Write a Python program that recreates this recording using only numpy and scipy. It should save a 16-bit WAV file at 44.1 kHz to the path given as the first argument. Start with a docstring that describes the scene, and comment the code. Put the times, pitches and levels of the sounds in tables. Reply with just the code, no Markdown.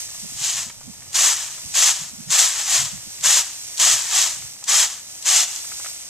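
"""Rice grain is tossed and shaken on a flat woven bamboo tray: dense random impacts, husk clicks over weave patter.
Each toss lands as a shower and runs off; the heap also slides, clumps stray, loose grains hop, the tray creaks.
The ground echoes the tray, with a delay that follows its height.
Dry straw crackles off to the right; filtered noise makes the breeze, mostly at the right microphone port,
and the low wash of the open harvested field."""
import sys
import numpy as np
from scipy import signal
from scipy.fft import rfft, irfft
from scipy.io import wavfile
from scipy.ndimage import map_coordinates

SR = 44100
rng = np.random.default_rng(int(sys.argv[2]) if len(sys.argv) > 2 else 0)


def waveform_to_disk(signal):
    """Save audio, clipped to [-1, 1], as 16-bit WAV at the path in sys.argv[1]."""
    frames = np.transpose(np.atleast_2d(signal))
    scaled = np.clip(frames, -1, 1) * 32767
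    samples = np.round(scaled).astype(np.int16)
    wavfile.write(sys.argv[1], SR, samples)


N = 268701
TAPS = 2048  # samples per impact before trimming
T = np.arange(N) / SR
HZ = np.fft.rfftfreq(TAPS, 1 / SR)

# Husk click. Each row: frequency in Hz, relative density in dB per Hz.
HUSK_SPECTRUM = [(1200, -39.5), (2000, -18), (2750, -12.5), (3100, -9.5), (4200, -9), (5100, -7.5),
                 (6500, -2.5), (7050, -2), (7700, 2), (8300, -6), (9500, -9), (10900, -17), (14000, -17)]
# Weave patter. Each row: frequency in Hz, relative density in dB per Hz.
WEAVE_SPECTRUM = [(140, -70), (230, -25.5), (330, -16.5), (440, -23.5), (560, -11.5), (780, -3.5),
                  (1170, -1.5), (1430, -3.5), (1850, 1), (2600, -6), (3400, -13.5), (5700, -77)]
# Tray at the two ports. Each row: frequency in Hz, left over right in dB.
TRAY_BALANCE = [(500, 0), (2000, 0.4), (2700, -2.5), (4200, 0.8), (5200, -0.3), (6400, -1.9), (7100, 1.5),
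                (7750, 10.1), (8400, 8.0), (9500, 12.6), (11000, 13.0), (13500, 25.0)]
# Likeness of the ports for the tray. Each row: frequency in Hz, likeness 0-1.
TRAY_LIKENESS = [(100, .9), (500, 1), (1200, .99), (2500, .76), (3800, .99), (4800, .74), (6800, .9),
                 (9000, .56), (12000, .3)]
# Catches. Each row: start in s, shower length in s, relative husk hiss in dB, weave weight in dB against the hiss,
# place of the peak 0-1, run-off in dB against the hiss, run-off fade in dB per s, run-off length in s.
LANDINGS = [(1.147, 0.2, -14.5, -12, 0.41, -8.5, 71, .25), (1.747, .18, -14.5, -13, 0.63, -9.5, 74, 0.18),
            (2.309, .178, -14.5, -12.5, 0.48, -6.5, 80, 0.062),
            (3.238, .18, -14, -12.5, 0.45, -14.5, 100, 0.18), (3.797, 0.17, -14, -12.5, 0.43, -7, 77, 0.12),
            (4.683, 0.18, -14.5, -12, 0.55, -13, 83, 0.15), (5.259, 0.18, -14.5, -13.5, 0.58, -15, 28, .18)]


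def amp(db):
    """Decibels to gain."""
    return 10 ** (np.asarray(db) / 20)


def curve_at(points, hz):
    """Joins points by straight lines on a log-frequency axis."""
    f, value = np.transpose(points)
    return np.interp(np.log(hz + 1), np.log(f + 1), value)


def level_curve(points):
    """Joins (s, dB) points over the scene and returns gain."""
    return amp(np.interp(T, *np.transpose(points)))


def unit_rms(x):
    """Scales a stereo pair so that its centre has rms 1."""
    return x / np.sqrt(np.mean(x.mean(0) ** 2) + 1e-20)


def mix_in(mix, start_s, sound):
    """Adds a stereo sound at start_s, cut at the end of the mix."""
    part = mix[:, round(start_s * SR):][:, :sound.shape[1]]
    part += sound[:, :part.shape[1]]


def minimum_phase(db):
    """Response with this gain that rings only after the blow."""
    log_gain = np.log(amp(np.maximum(db, -100)))
    circle = np.concatenate([log_gain, log_gain[-2:0:-1]])
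    return np.exp(np.conj(signal.hilbert(circle)))[:len(db)]


def impacts(spectrum, balance, likeness, ring_ms, lag_ms, count=48):
    """Stereo ticks, one per spot struck: decaying noise, each different, sharing one mean spectrum."""
    # Phase between ports. Each row: frequency in Hz, left lead in radians.
    port_phase = [(0, 0), (1500, 0), (2400, -.6), (3000, -.1), (4200, 0), (4800, -.7), (5900, -.7),
                  (7300, .25), (9000, -1), (14000, -2.8)]
    ms = 1000 * np.arange(TAPS) / SR
    a, b = rfft(rng.standard_normal((2, count, TAPS)) * np.exp(-ms / ring_ms))
    b = b - a * (b * a.conj()).mean(0) / (abs(a) ** 2).mean(0)  # the part the ports do not share
    left, own = (z / np.sqrt((abs(z) ** 2).mean(0)) for z in (a, b))
    same = np.clip(curve_at(likeness, HZ), 0, 1)
    left_lead = curve_at(port_phase, HZ) - 2 * np.pi * HZ * lag_ms / 1000
    right = same * left + np.sqrt(1 - same ** 2) * own
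    right = right * np.exp(-1j * left_lead) / amp(curve_at(balance, HZ))
    ticks = irfft(np.array([left, right]) * minimum_phase(curve_at(spectrum, HZ)))
    return np.roll(ticks, 24, axis=-1)[..., :TAPS // 2]  # room ahead for phase lead


def tray_impacts(spectrum, ring_ms):
    """Ticks with the port differences of the tray."""
    return impacts(spectrum, TRAY_BALANCE, TRAY_LIKENESS, ring_ms, lag_ms=0)


def shower(ticks, per_s, spread_db):
    """Random impacts of uneven size on random spots, at steady power whatever their rate."""
    chance = np.clip(per_s / SR, 1e-4, 1)
    size = amp(spread_db * np.minimum(rng.exponential(1, N), 5)) * rng.choice([-1, 1], N)
    clicks = size * (rng.random(N) < chance) / np.sqrt(chance)
    spot = rng.integers(0, ticks.shape[1], N)
    out = np.zeros((2, N))
    for k in range(ticks.shape[1]):
        struck = clicks * (spot == k)
        out += signal.oaconvolve(struck[None], ticks[:, k], axes=1)[:, :N]
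    return unit_rms(out)


def wobble(corner_hz):
    """Slow random wobble of rms 1: low-passed noise."""
    slow = irfft(rfft(rng.standard_normal(N)) / (1 + (np.fft.rfftfreq(N, 1 / SR) / corner_hz) ** 4), N)
    return slow / slow.std()


def step(s, width_s):
    """Goes smoothly from 0 to 1 around time s."""
    return .5 + .5 * np.tanh((T - s) / (2 * width_s))


def loose_grains(level_db=-64, per_s=60):
    """Single grains keep hopping on the weave: sparse random impacts throughout."""
    return amp(level_db) * shower(tray_impacts(WEAVE_SPECTRUM, ring_ms=3.0), per_s, spread_db=3.0)


def height_m():
    """Tray height over the ground: highest before each landing, lowest just after the catch."""
    high_m, low_m, high_before_s, low_after_s = .6, 0.2425, 0.265, 0.091
    turns = [(0, low_m)]
    for s, *_ in LANDINGS:
        turns += [(s - high_before_s, high_m), (s + low_after_s, low_m)]
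    return np.interp(T, *np.transpose(turns))


def with_ground(x, echo_db=-11, dull_hz=5000):
    """The ground returns the tray's sound, duller; the delay sweeps as the tray rises and sinks."""
    delay_s = 2 * height_m() / 343
    late = np.array([map_coordinates(port, [np.arange(N) - delay_s * SR], order=3) for port in x])
    echo = signal.lfilter(*signal.butter(1, dull_hz, fs=SR), late)
    return amp(-0.36) * (x + amp(echo_db) * echo)


def straw():
    """Dry stalks crackle: a dense shower of short ticks that reaches the right port first."""
    # Rustle. Each row: time in s, level in dB.
    rustle = [(0, -32), (.08, -37.5), (.34, -37), (.75, -45), (1.1, -43), (1.7, -36.5), (2.12, -42),
              (3.05, -39), (3.7, -36.5), (4.45, -37), (4.58, -43), (5.05, -41), (5.6, -35.5), (5.87, -34),
              (6.05, -40)]
    # One crackle. Each row: frequency in Hz, relative density in dB per Hz.
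    crackle = [(200, -33), (400, -22.5), (750, -15), (1250, -17.5), (2300, -10.5), (3500, -8), (4800, -4.5),
               (5700, -5.5), (6700, 0.2), (8200, 2), (10500, -8.5), (12300, -7.5), (14000, -11)]
    # Straw at the ports. Each row: frequency in Hz, left over right in dB.
    balance = [(1200, 1.7), (2100, -4.0), (3400, -1.3), (4700, -3.3), (5900, -9.0), (7200, 1.2),
               (8400, 8.2), (10500, 6.7), (13500, 17.4)]
    # Likeness of the ports for straw. Each row: frequency in Hz, likeness 0-1.
    likeness = [(500, 0.99), (2000, 0.46), (5000, 0.81), (7500, 1), (13000, 0.2)]
    ticks = impacts(crackle, balance, likeness, ring_ms=0.63, lag_ms=0.1)
    return level_curve(rustle) * shower(ticks, 13000, spread_db=2.0)


def eddies(hz, width_hz, size):
    """Swirling air, separate at each port: a noise band as a complex signal of rms 1."""
    r = np.exp(-np.pi * width_hz / SR)
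    a, b = rng.standard_normal((2, 2, size + TAPS))
    swirl = signal.lfilter([1], np.poly([r, r]), a + 1j * b)[:, TAPS:]
    swirl = swirl / np.sqrt((abs(swirl) ** 2).mean(1, keepdims=True))
    return swirl * np.exp(2j * np.pi * hz * np.arange(size) / SR)


def breeze(left_db=-13, right_db=-1, gust_db=4):
    """Eddies bump the right port in puffs over an uneven flutter; the left port is sheltered."""
    # Flutter, dying away near the end. Each row: time in s, level in dB before port gain.
    wind = [(0, -48.5), (2.0, -47.5), (2.55, -51), (2.9, -42.5), (3.5, -65), (3.9, -52.5), (4.4, -48),
            (4.7, -69.5), (6.1, -69)]
    # Puffs. Each row: middle in s, peak in dB before port gain, centre in Hz, nominal length in s.
    puffs = [(0.248, -29, 196, 0.049), (.324, -35, 196, .02), (.418, -33, 150, .035),
             (0.672, -33, 164, 0.045), (0.885, -28.5, 196, 0.07), (1.656, -32, 157, 0.055),
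             (2.035, -33.5, 166, 0.11), (2.14, -35.5, 225, .06), (2.21, -28.5, 198, 0.08),
             (2.286, -29.5, 160, 0.09), (2.83, -28.5, 123.3, 0.12), (2.947, -28, 152, 0.07),
             (3.074, -34, 143, 0.034), (3.28, -37, 155, 0.2), (3.952, -32, 110, .055),
             (4.449, -34, 102, 0.065)]
    out = level_curve(wind) * amp(gust_db * wobble(17)) * eddies(105, 140, size=N).real
    for s, db, hz, length_s in puffs:
        size = round(1.1 * length_s * SR)
        puff = eddies(hz, 4.6 / length_s, size).real * np.hanning(size)  # the shorter, the broader
        mix_in(out, s - size / SR / 2, amp(db) * puff / abs(puff).max(1, keepdims=True))
    return amp([[left_db], [right_db]]) * out


def air(level_db=-56.5, apart=0.26):
    """Low steady wash of the open field: shaped noise, partly opposed between the ports."""
    # Field. Each row: frequency in Hz, relative density in dB per Hz.
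    field = [(15, -36), (25, -11), (70, 4.5), (156, -0.5), (461, -7.5), (575, -4), (678, -2), (1410, -12.5),
             (2000, -14), (2600, -10), (4400, -120)]
    gain = amp(curve_at(field, np.fft.rfftfreq(N, 1 / SR)))
    shared, side = rfft(rng.standard_normal((2, N))) * gain
    return amp(level_db) * unit_rms(irfft(np.array([shared + apart * side, shared - apart * side]), N))


def creaks(level_db=5.0, ring_s=0.006, width_hz=700):
    """Bamboo strips slip against each other: a brief noise snap rings the tray."""
    # Creaks and ticks. Each row: start in s, peak in dB before level_db, resonance in Hz.
    snaps = [(0.089, -42, 1880), (0.147, -42, 902), (0.699, -33.5, 1390), (0.811, -43, 668),
             (1.02, -43, 1700), (1.579, -40, 993), (4.421, -36, 1730), (4.625, -39, 1050),
             (5.644, -38, 1070), (5.717, -34.5, 1330), (5.798, -35, 1213), (5.846, -31, 1950),
             (5.86, -28.5, 1790)]
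    out, t = np.zeros((2, N)), np.arange(TAPS) / SR
    for s, db, hz in snaps:
        slip = rng.standard_normal(TAPS) * np.exp(-t / ring_s)
        resonance = 1 + ((HZ - hz) / width_hz) ** 2
        bass_loss = 1 + (550 / (HZ + 1)) ** 4  # the open weave radiates little bass
        tick = irfft(rfft(slip) * minimum_phase(-10 * np.log10(resonance * bass_loss)))
        mix_in(out, s, amp(db) * np.array([tick, tick]) / abs(tick).max())
    return amp(level_db) * out


def grain(clump_db=0.72, thin_db=1.0):
    """More flow, thicker impacts: husks click, the weave patters under the weight, more so for thin grain."""
    # Slides on the tilted tray. Each row: time of full speed in s, relative husk hiss in dB,
    # weave weight in dB against the hiss, swell in dB per s, fade in dB per s.
    slides = [(0.465, -21.5, -17, 277, 163), (0.589, -25.5, -13, 274, 245), (2.58, -23, -11.5, 400, 222),
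              (2.745, -16, -12.5, 257, 154), (4.188, -15, -12, 241, 161)]
    moves = [(db, weight_db, landing(s, length_s, *tail)) for s, length_s, db, weight_db, *tail in LANDINGS]
    moves += [(db, weight_db, slide(s, *slopes)) for s, db, weight_db, *slopes in slides]
    hiss = np.sqrt(sum(amp(db) ** 2 * power for db, _, power in moves))
    patter = np.sqrt(sum(amp(db + weight_db) ** 2 * power for db, weight_db, power in moves))
    flow = hiss / hiss.max()
    patter = patter * amp(thin_db * (1 - flow))
    per_s = 11000 + 12000 * flow
    husks = shower(tray_impacts(HUSK_SPECTRUM, ring_ms=0.52), per_s, spread_db=2.0)
    weave = shower(tray_impacts(WEAVE_SPECTRUM, ring_ms=3.0), .3 * per_s, spread_db=2.0)
    return (amp(0.2) * hiss * husks + amp(-1.36) * patter * weave) * amp(clump_db * wobble(36))


def slide(s, swell_db_per_s, fade_db_per_s, turn_s=0.063):
    """Power of one slide: the heap gathers speed, turns smoothly and slows."""
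    away_s = np.hypot(T - s, turn_s) - turn_s
    return amp(-away_s * np.where(T < s, swell_db_per_s, fade_db_per_s)) ** 2


def strays(level_db=-5, ring_ms=4.3):
    """Small clumps hit the tray on their own, most just ahead of a shower: one husk tick each."""
    # Clumps. Each row: start in s, peak in dB before level_db.
    clumps = [(1.13, -16), (1.144, -8), (2.3034, -5), (2.3912, 3), (3.2086, -14.5), (3.2226, -23),
              (3.7724, -11), (3.7788, -7), (3.798, 1), (4.6397, -10), (5.2245, -12.5), (5.2607, -8),
              (5.5605, -10)]
    out, ticks = np.zeros((2, N)), tray_impacts(HUSK_SPECTRUM, ring_ms)
    for k, (s, db) in enumerate(clumps):
        mix_in(out, s, amp(db) * ticks[:, k] / abs(ticks[:, k]).max())
    return amp(level_db) * out


def landing(s, length_s, peak_at, run_off_db, fade_db_per_s, run_off_s):
    """Power of one catch: a few early grains, the arch of the shower, then grain rolling to rest."""
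    attack_s, stop_s = 0.004, 0.013  # arrives at once, thins out more slowly
    early_db, early_s, arch_db = -11.5, 0.012, 2.5
    end_s = s + length_s
    arrived, over, at_rest = step(s, attack_s), step(end_s, stop_s), step(end_s + run_off_s, stop_s)
    early = amp(early_db) * np.exp(-abs(T - s) / early_s)
    arch = amp(-arch_db * (2 * ((T - s) / length_s - peak_at)) ** 2)
    cloud = arrived * (1 - over) * arch
    rolling = over * (1 - at_rest) * amp(run_off_db - fade_db_per_s * np.maximum(T - end_s, 0))
    return early ** 2 + cloud ** 2 + rolling ** 2


def scene():
    """The tray over the ground, with straw, breeze and field around it."""
    tray = grain() + strays() + loose_grains() + creaks()
    return with_ground(tray) + straw() + breeze() + air()


def record(dry, edge_hz=14280):
    """Full-scale limit, then a low-pass band limit."""
    edge = signal.firwin(511, edge_hz, window=("kaiser", 9), fs=SR)
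    return signal.oaconvolve(np.clip(dry, -1, 1), edge[None], "same")


dry = scene()
out = record(dry)
waveform_to_disk(out)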